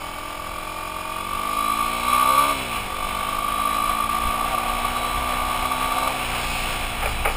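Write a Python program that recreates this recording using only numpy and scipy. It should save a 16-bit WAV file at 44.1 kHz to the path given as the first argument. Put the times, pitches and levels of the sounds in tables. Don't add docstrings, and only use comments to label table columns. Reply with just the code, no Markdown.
import sys
import numpy as np
from scipy import signal
from scipy.fft import rfft, irfft, next_fast_len
from scipy.io import wavfile
from scipy.ndimage import uniform_filter1d, map_coordinates

SR = 44100
rng = np.random.default_rng(int(sys.argv[2]) if len(sys.argv) > 2 else 0)


def amplitude_ratio(level_db):
    exponent = np.asarray(level_db, float) / 20
    return 10 ** exponent


def transcribe(signal):
    frames = np.atleast_2d(signal).T
    limited = np.clip(frames, -1, 1)
    pcm = np.round(limited * 32767).astype(np.int16)
    wavfile.write(sys.argv[1], SR, pcm)


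N = 324576

# (time [s], speed [turns/s])
CRANK_SPEED = [(0.0, 41.41), (0.5, 42.97), (0.62, 44.34), (1.12, 45.28), (2.0, 59.39), (2.25, 64.04),
               (2.5, 71.1), (2.88, 47.53), (3.62, 53.01), (4.62, 59.32), (5.38, 62.76), (5.88, 64.05),
               (6.12, 66.05), (6.25, 59.44), (6.38, 60.5), (6.5, 58.68), (6.88, 57.1), (7.36, 51.44)]
# (time [s], opening [0-1])
THROTTLE = [(0, 1), (2.52, 1), (2.6, 0), (2.85, 0), (2.93, 1), (6.1, 1), (6.2, 0), (7.36, 0)]
# (time [s], silencer bark level [dB])
LOAD = [(0.0, -36.5), (1.1, -33), (1.72, -21.5), (2.04, -29), (2.09, -19), (2.38, -17), (2.52, -22),
        (2.55, -31.5), (2.66, -41.5), (2.76, -26), (2.84, -38), (2.95, -30.5), (3.7, -22.5), (4.9, -27.5),
        (6.06, -25.5), (6.15, -32.5), (6.8, -40), (7.36, -40)]
# (time [s], road speed over crank speed [ratio])
GEARING = [(0, 1), (2.5, 1), (2.88, 1.5), (7.36, 1.5)]
# (time [s], added share [dB], half length [s])
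SNATCH = [
    (2.04, -7, 0.14),
    (3.1, -6, 0.17),
    (6.62, -5, 0.2),
]
# (frequency [Hz], width [Hz], level [dB])
CASING = [(2209, 109, -0.5), (2402, 133, 2), (2673, 87, -6), (2940, 190, -8.5), (3425, 175, -8),
          (3950, 120, -8.5), (5370, 380, -15)]


def unit(x):
    return x / np.sqrt(np.mean(x ** 2) + 1e-20)


def steady(x):
    return x / np.sqrt(np.abs(uniform_filter1d(x ** 2, SR // 6)) + 1e-12)


def curves(rows):
    s, *columns = np.transpose(rows)
    return [np.interp(np.arange(N) / SR, s, column) for column in columns]


def wobble(rate_hz):
    knots = rng.standard_normal(int(N * rate_hz / SR) + 4)
    return map_coordinates(knots, [np.arange(N) * rate_hz / SR])


def swells(rows):
    t = np.arange(N) / SR
    return sum(amplitude_ratio(db) * np.exp(-((t - s) / half_s) ** 2) for s, db, half_s in rows)


def filtered(x, response):
    m = next_fast_len(N + SR // 2)
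    return irfft(rfft(x, m) * response(np.fft.rfftfreq(m, 1 / SR)), m)[:N]


def resonances(modes):
    def response(f):
        total = 0
        for k, (centre, width, db) in enumerate(modes):
            damping = 1j * f * width
            total = total + (-1) ** k * amplitude_ratio(db) * damping / (centre * centre - f * f + damping)
        return total
    return response


def along(points, hz):
    f, value = np.transpose(points)
    return np.interp(np.log(hz + 1), np.log(f), value)


def noise(spectrum):
    return unit(filtered(rng.standard_normal(N), lambda hz: amplitude_ratio(along(spectrum, hz))))


def level(layer):
    layers = {"boom": (-39.5, 0.36, -0.0426, 0.09, -0.5), "pipe": (-35, -0.16, -0.0235, 0.33, -1.5),
              "rasp": (-33, 0.34, -0.03, 0.2453, 2.1), "hiss": (-42.5, 0.0677, 0.1171, 0.03, 1.55),
              "intake": (-39, -0.12, 0.3858, -0.17, -3), "brake": (-48.5, -0.29, -0.0542, 0.3, 4),
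              "thump": (-41.5, .01, 0.0952, -0.06, -1), "flutter": (-44.5, -0.27, 0.2234, 0.1, -0.5)}
    mid_turns_hz, mid_road, mid_load_db = 54, 75, -28
    (speed,), (gear,), (load_db,), (opening,) = map(curves, (CRANK_SPEED, GEARING, LOAD, THROTTLE))
    db, by_turns, by_road, by_load, shut_db = layers[layer]
    db = db + by_turns * (speed - mid_turns_hz)
    db = db + by_road * (speed * gear - mid_road)
    db = db + by_load * (load_db - mid_load_db)
    return amplitude_ratio(db + shut_db * (1 - opening))


def firings(turns, scatter_db, jitter_s):
    # (time [s], gain [dB])
    hard = [(.185, 3), (.601, -2), (.736, -4), (.962, 1.5), (1.026, -8), (1.751, -5), (1.804, 5),
            (1.822, 2), (2.238, -5), (2.377, 3.5), (2.392, 3.5), (3.169, 1.5), (3.891, 5), (4.003, 2.5),
            (4.072, -13), (4.306, 2.5), (4.406, 4), (4.543, 6), (4.577, 7), (4.645, -9), (4.845, 8.5),
            (4.96, 5.5), (4.993, -4), (5.042, 5), (5.65, 7.5), (5.713, 7.5), (5.917, 7), (5.98, 7.5),
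            (6.025, 6.5), (6.071, 9)]
    at = np.flatnonzero(np.diff(np.floor(turns)) > 0)
    luck = rng.standard_normal((len(at), 2))
    size_db = scatter_db * luck[:, 0]
    for s, gain_db in hard:
        size_db[np.argmin(np.abs(at - s * SR))] = gain_db
    shift = np.round(jitter_s * SR * luck[:, 1]).astype(int)
    return np.bincount(np.clip(at + shift, 0, N - 1), amplitude_ratio(size_db), N)


def exhaust(turns, speed, pulses):
    # (frequency [Hz], width [Hz], level per pass [dB])
    pipe_modes = [(518.2, 37, -1.5), (641.3, 39, 1), (780, 73, -6.5), (892.4, 52, 2), (1020, 76, -2),
                  (1400, 110, -4), (1523, 73, -3.5)]
    # (frequency [Hz], width [Hz], level [dB])
    chambers = [(1093, 112, 0), (1150, 216, 0), (1185, 145, 0), (1210, 163, 0)]
    tuned_turns_hz, tuned_width_hz, tuned_db = 63, 1.1, 11
    bark_db, = curves(LOAD)
    opening, = curves(THROTTLE)
    gas = rng.standard_normal(N) * (1 + 0.05 * np.cos(2 * np.pi * turns))

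    def silencer(f):
        echo = 1 + 0.6 * np.exp(-2j * np.pi * f * 0.00512)
        return echo * np.prod([resonances([mode])(f) for mode in chambers], axis=0)

    bark = steady(filtered(pulses + 0.2 * gas, silencer))
    even = unit(np.sqrt(pulses))
    pipe = steady(filtered(even + 0.12 * gas, lambda f: resonances(pipe_modes)(f) ** 2))
    tune_db = tuned_db * opening / (1 + np.exp((tuned_turns_hz - speed) / tuned_width_hz))
    pipe_gain = amplitude_ratio(tune_db - 5) * level("pipe") * (1 + 1.4 * swells(SNATCH))
    return amplitude_ratio(2) * level("boom") * boom(turns, speed) + amplitude_ratio(bark_db) * bark + pipe_gain * pipe


def boom(turns, speed):
    # (crank order, low revs [dB], middle revs [dB], high revs [dB], shut throttle [dB])
    orders = [(1, -4, -2.5, -8, -1.5), (2, 0, -8, -7.5, 2), (3, -31, -20, -13.5, -6), (4, -4.5, 1, 0, 1.5),
              (5, -7, 1, -9.5, -4), (6, -12, -1.5, -10, -3.5), (7, -0.5, -10.5, -12, -6),
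              (8, -3, -9.5, -3.5, -6), (9, -9, -5.5, -20, -4), (10, -8.5, -13, -5.5, -8),
              (13, -3, 0, -6.5, -19), (14, -3.5, -13, -6.5, -22), (16, -5, -7, -0.5, -15),
              (20, -2, -12, -12, -12)]
    revs_at = (44, 54, 64)
    opening, = curves(THROTTLE)
    total = 0
    for order, *revs_db, shut_db in orders:
        open_db = np.interp(speed, revs_at, revs_db)
        db = opening * open_db + (1 - opening) * shut_db + 1.2 * wobble(6)
        total = total + amplitude_ratio(db) * np.sin(2 * np.pi * (round(order) * turns + rng.random()))
    return steady(total)


def afterfire():
    # (time [s], level [dB], length [s])
    burns = [
        (7.019, -22, 0.048),
        (7.057, -17, 0.007),
        (7.06, -26.5, 0.05),
        (7.243, -20, 0.042),
        (7.253, -16, 0.015),
        (7.266, -22.5, 0.063),
    ]
    # (time [s], level [dB])
    bangs = [
        (7.0585, -8),
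        (7.2595, -11),
        (7.27, -12),
    ]
    # (frequency [Hz], width [Hz], level [dB])
    pop_modes = [(440, 46, -6), (578, 45, -2.5), (790, 74, -0.5), (1246, 94, -0.5), (2320, 230, -1)]
    t = np.arange(N) / SR
    swell = 0
    for s, db, length_s in burns:
        u = np.clip(t - s, 0, None) / length_s * 4
        swell = swell + amplitude_ratio(db) * u * np.exp(1 - u)
    fronts = np.bincount([round(s * SR) for s, _ in bangs], [-amplitude_ratio(db + 9.5) for _, db in bangs], N)
    burst = swell * rng.standard_normal(N) + fronts
    return amplitude_ratio(15) * filtered(burst, lambda f: resonances(pop_modes)(f) / (1 + (f / 2900) ** 4))


def valve_rasp(turns, pulses):
    beat_db = 2.6 * np.cos(2 * np.pi * turns - 1.2) + 1.5 * np.cos(np.pi * turns + 0.4)
    beat_db = beat_db + 0.97 * wobble(40) + 0.42 * wobble(250)
    strikes = rng.standard_normal(SR // 50) * np.hanning(SR // 50)
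    repeated = unit(signal.fftconvolve(np.sqrt(pulses), strikes)[:N])
    rattle = unit(amplitude_ratio(beat_db) * rng.standard_normal(N)) + 1.9 * repeated
    return unit(filtered(rattle, lambda f: resonances(CASING)(f) / (1 + (2050 / (f + 1)) ** 8)))


def gear_whine(turns, speed):
    # (crank order, level [dB])
    meshes = [(43, -9), (46, -10), (54, -7), (64, -8), (61, -6), (73, -2)]
    grid_hz = np.arange(1500, 5500, 10.0)
    casing_gain = np.abs(resonances(CASING)(grid_hz))
    whine = 0
    for order, db in meshes:
        gain = amplitude_ratio(db + 2 + 3 * wobble(3)) * np.interp(order * speed, grid_hz, casing_gain)
        whine = whine + gain * np.sin(2 * np.pi * order * turns + 0.35 * wobble(25))
    return (1 + 0.9 * np.cos(2 * np.pi * turns)) * whine


def chain_slap():
    opening, = curves(THROTTLE)
    slap = noise([(1900, -21), (2500, 5), (2900, 3), (3200, -13), (3800, -47)])
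    return (1 - opening) * amplitude_ratio(-4 + 1.4 * wobble(9.1)) * slap


def mechanics(turns, speed, pulses):
    parts = valve_rasp(turns, pulses) + gear_whine(turns, speed) + chain_slap()
    return amplitude_ratio(-3) * level("rasp") * (1 + swells(SNATCH)) * parts


def overrun(turns, speed):
    # (crank order, level [dB], loudest at [Hz], width [Hz])
    primary = (20, -37.5, 1185, 50)
    order, db, centre_hz, width_hz = primary
    opening, = curves(THROTTLE)
    near = 1 / (1 + ((order * speed - centre_hz) / width_hz) ** 2)
    tone = np.sqrt(2) * np.sin(2 * np.pi * order * turns + 0.6 * wobble(15))
    return (1 - opening) * near * amplitude_ratio(db + 2.5 * wobble(10)) * tone


def intake(speed):
    roar_road, roar_width, roar_db = 88.7, 2.4, 5.5
    opening, = curves(THROTTLE)
    gear, = curves(GEARING)
    air = unit(filtered(rng.standard_normal(N), resonances([(732, 49, 0)])))
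    gain_db = roar_db * opening * np.exp(-((speed * gear - roar_road) / roar_width) ** 2)
    return amplitude_ratio(gain_db - 2) * level("intake") * air


def tyres_and_brakes():
    # (frequency [Hz], density [dB/Hz])
    hiss_spectrum = [(60, -18), (150, -4), (400, -8), (740, 3), (1050, 2), (1300, 1.5), (1800, -4),
                     (3000, -1.5), (4500, -15), (5600, -8)]
    # (time [s], level [dB], half length [s])
    braking = [
        (1.56, -48, 0.073),
        (6.54, -40, 0.26),
        (7.09, -42, .05),
        (7.36, -42, 0.085),
    ]
    hiss = level("hiss") * amplitude_ratio(11.5 + 1.05 * wobble(20)) * noise(hiss_spectrum)
    pads = noise([(3800, -37), (4500, -4.5), (5100, 2), (5700, -2.5), (6000, -25)])
    return hiss + (level("brake") + swells(braking)) * pads


def wind(turns):
    # (time [s], thump level [dB], flutter over thump [dB], half length [s])
    gust_rows = [(.55, -38, -2.5, 0.078), (1.357, -35, -14, 0.034), (1.875, -37, -19, .06),
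                 (2.5, -38, -12, 0.06), (2.814, -44, 3, 0.051), (3.084, -31, -14, 0.073),
                 (3.38, -35, -4, 0.036), (3.867, -34, -6, 0.064), (4.08, -40, 3, 0.045),
                 (4.274, -26.5, -4.5, 0.056), (4.476, -29, -12, .06), (4.755, -31, -7, 0.13),
                 (4.89, -35, -8, .04), (5.213, -30.5, -1, .08), (5.412, -31, -3, 0.081),
                 (5.607, -29, -5, .04), (5.863, -38, -4, 0.058), (6.308, -33, -14, .03),
                 (6.48, -32, -16, 0.039), (6.71, -28.5, -4, 0.15), (7.08, -23, -3.5, 0.1),
                 (7.295, -20.5, -11, 0.11)]
    # (frequency [Hz], density [dB/Hz])
    flutter_spectrum = [(15, -14), (40, -16.5), (61, 2), (85, -10), (130, -13.5), (200, -17), (400, -60)]
    thump = level("thump") + swells([(s, db - 5.5, half_s) for s, db, _, half_s in gust_rows])
    flutter_rows = [(s, db + over_db - 7, half_s) for s, db, over_db, half_s in gust_rows]
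    flutter = level("flutter") + swells(flutter_rows)
    shake = unit(amplitude_ratio(1.3 * wobble(6.4)) * np.sin(np.pi * turns + 0.75 * wobble(4.2)))
    gusts = noise([(8, -5), (20, -5), (35, -4), (50, -17), (80, -54)])
    return thump * unit(shake + 0.48 * gusts) + flutter * noise(flutter_spectrum)


def scene():
    speed, = curves(CRANK_SPEED)
    turns = 0.52 + np.cumsum(speed) / SR
    spark_turns = turns + 0.005 * (speed - 44)
    pulses = unit(firings(spark_turns, scatter_db=1.4, jitter_s=0.00001))
    engine = exhaust(turns, speed, pulses) + afterfire()
    drive = mechanics(turns, speed, pulses) + overrun(turns, speed)
    return (engine + drive + intake(speed) + tyres_and_brakes() + wind(turns))[None]


def low_pass(x):
    return signal.sosfilt(signal.butter(12, 15640, fs=SR, output="sos"), x)


def record(dry):
    hold_hz, steps = 12000, 4
    band = filtered(dry[0], lambda hz: 1 / (1 + (hz / 5300) ** 12))
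    slow = signal.resample_poly(band, hold_hz, SR)
    stairs = np.repeat(np.pad(slow, (0, 4)), steps)
    held = signal.resample_poly(stairs, SR, steps * hold_hz)
    mix = filtered(held, lambda hz: hz < 15320)[None]
    return low_pass(mix)


dry = scene()
out = record(dry)
transcribe(out)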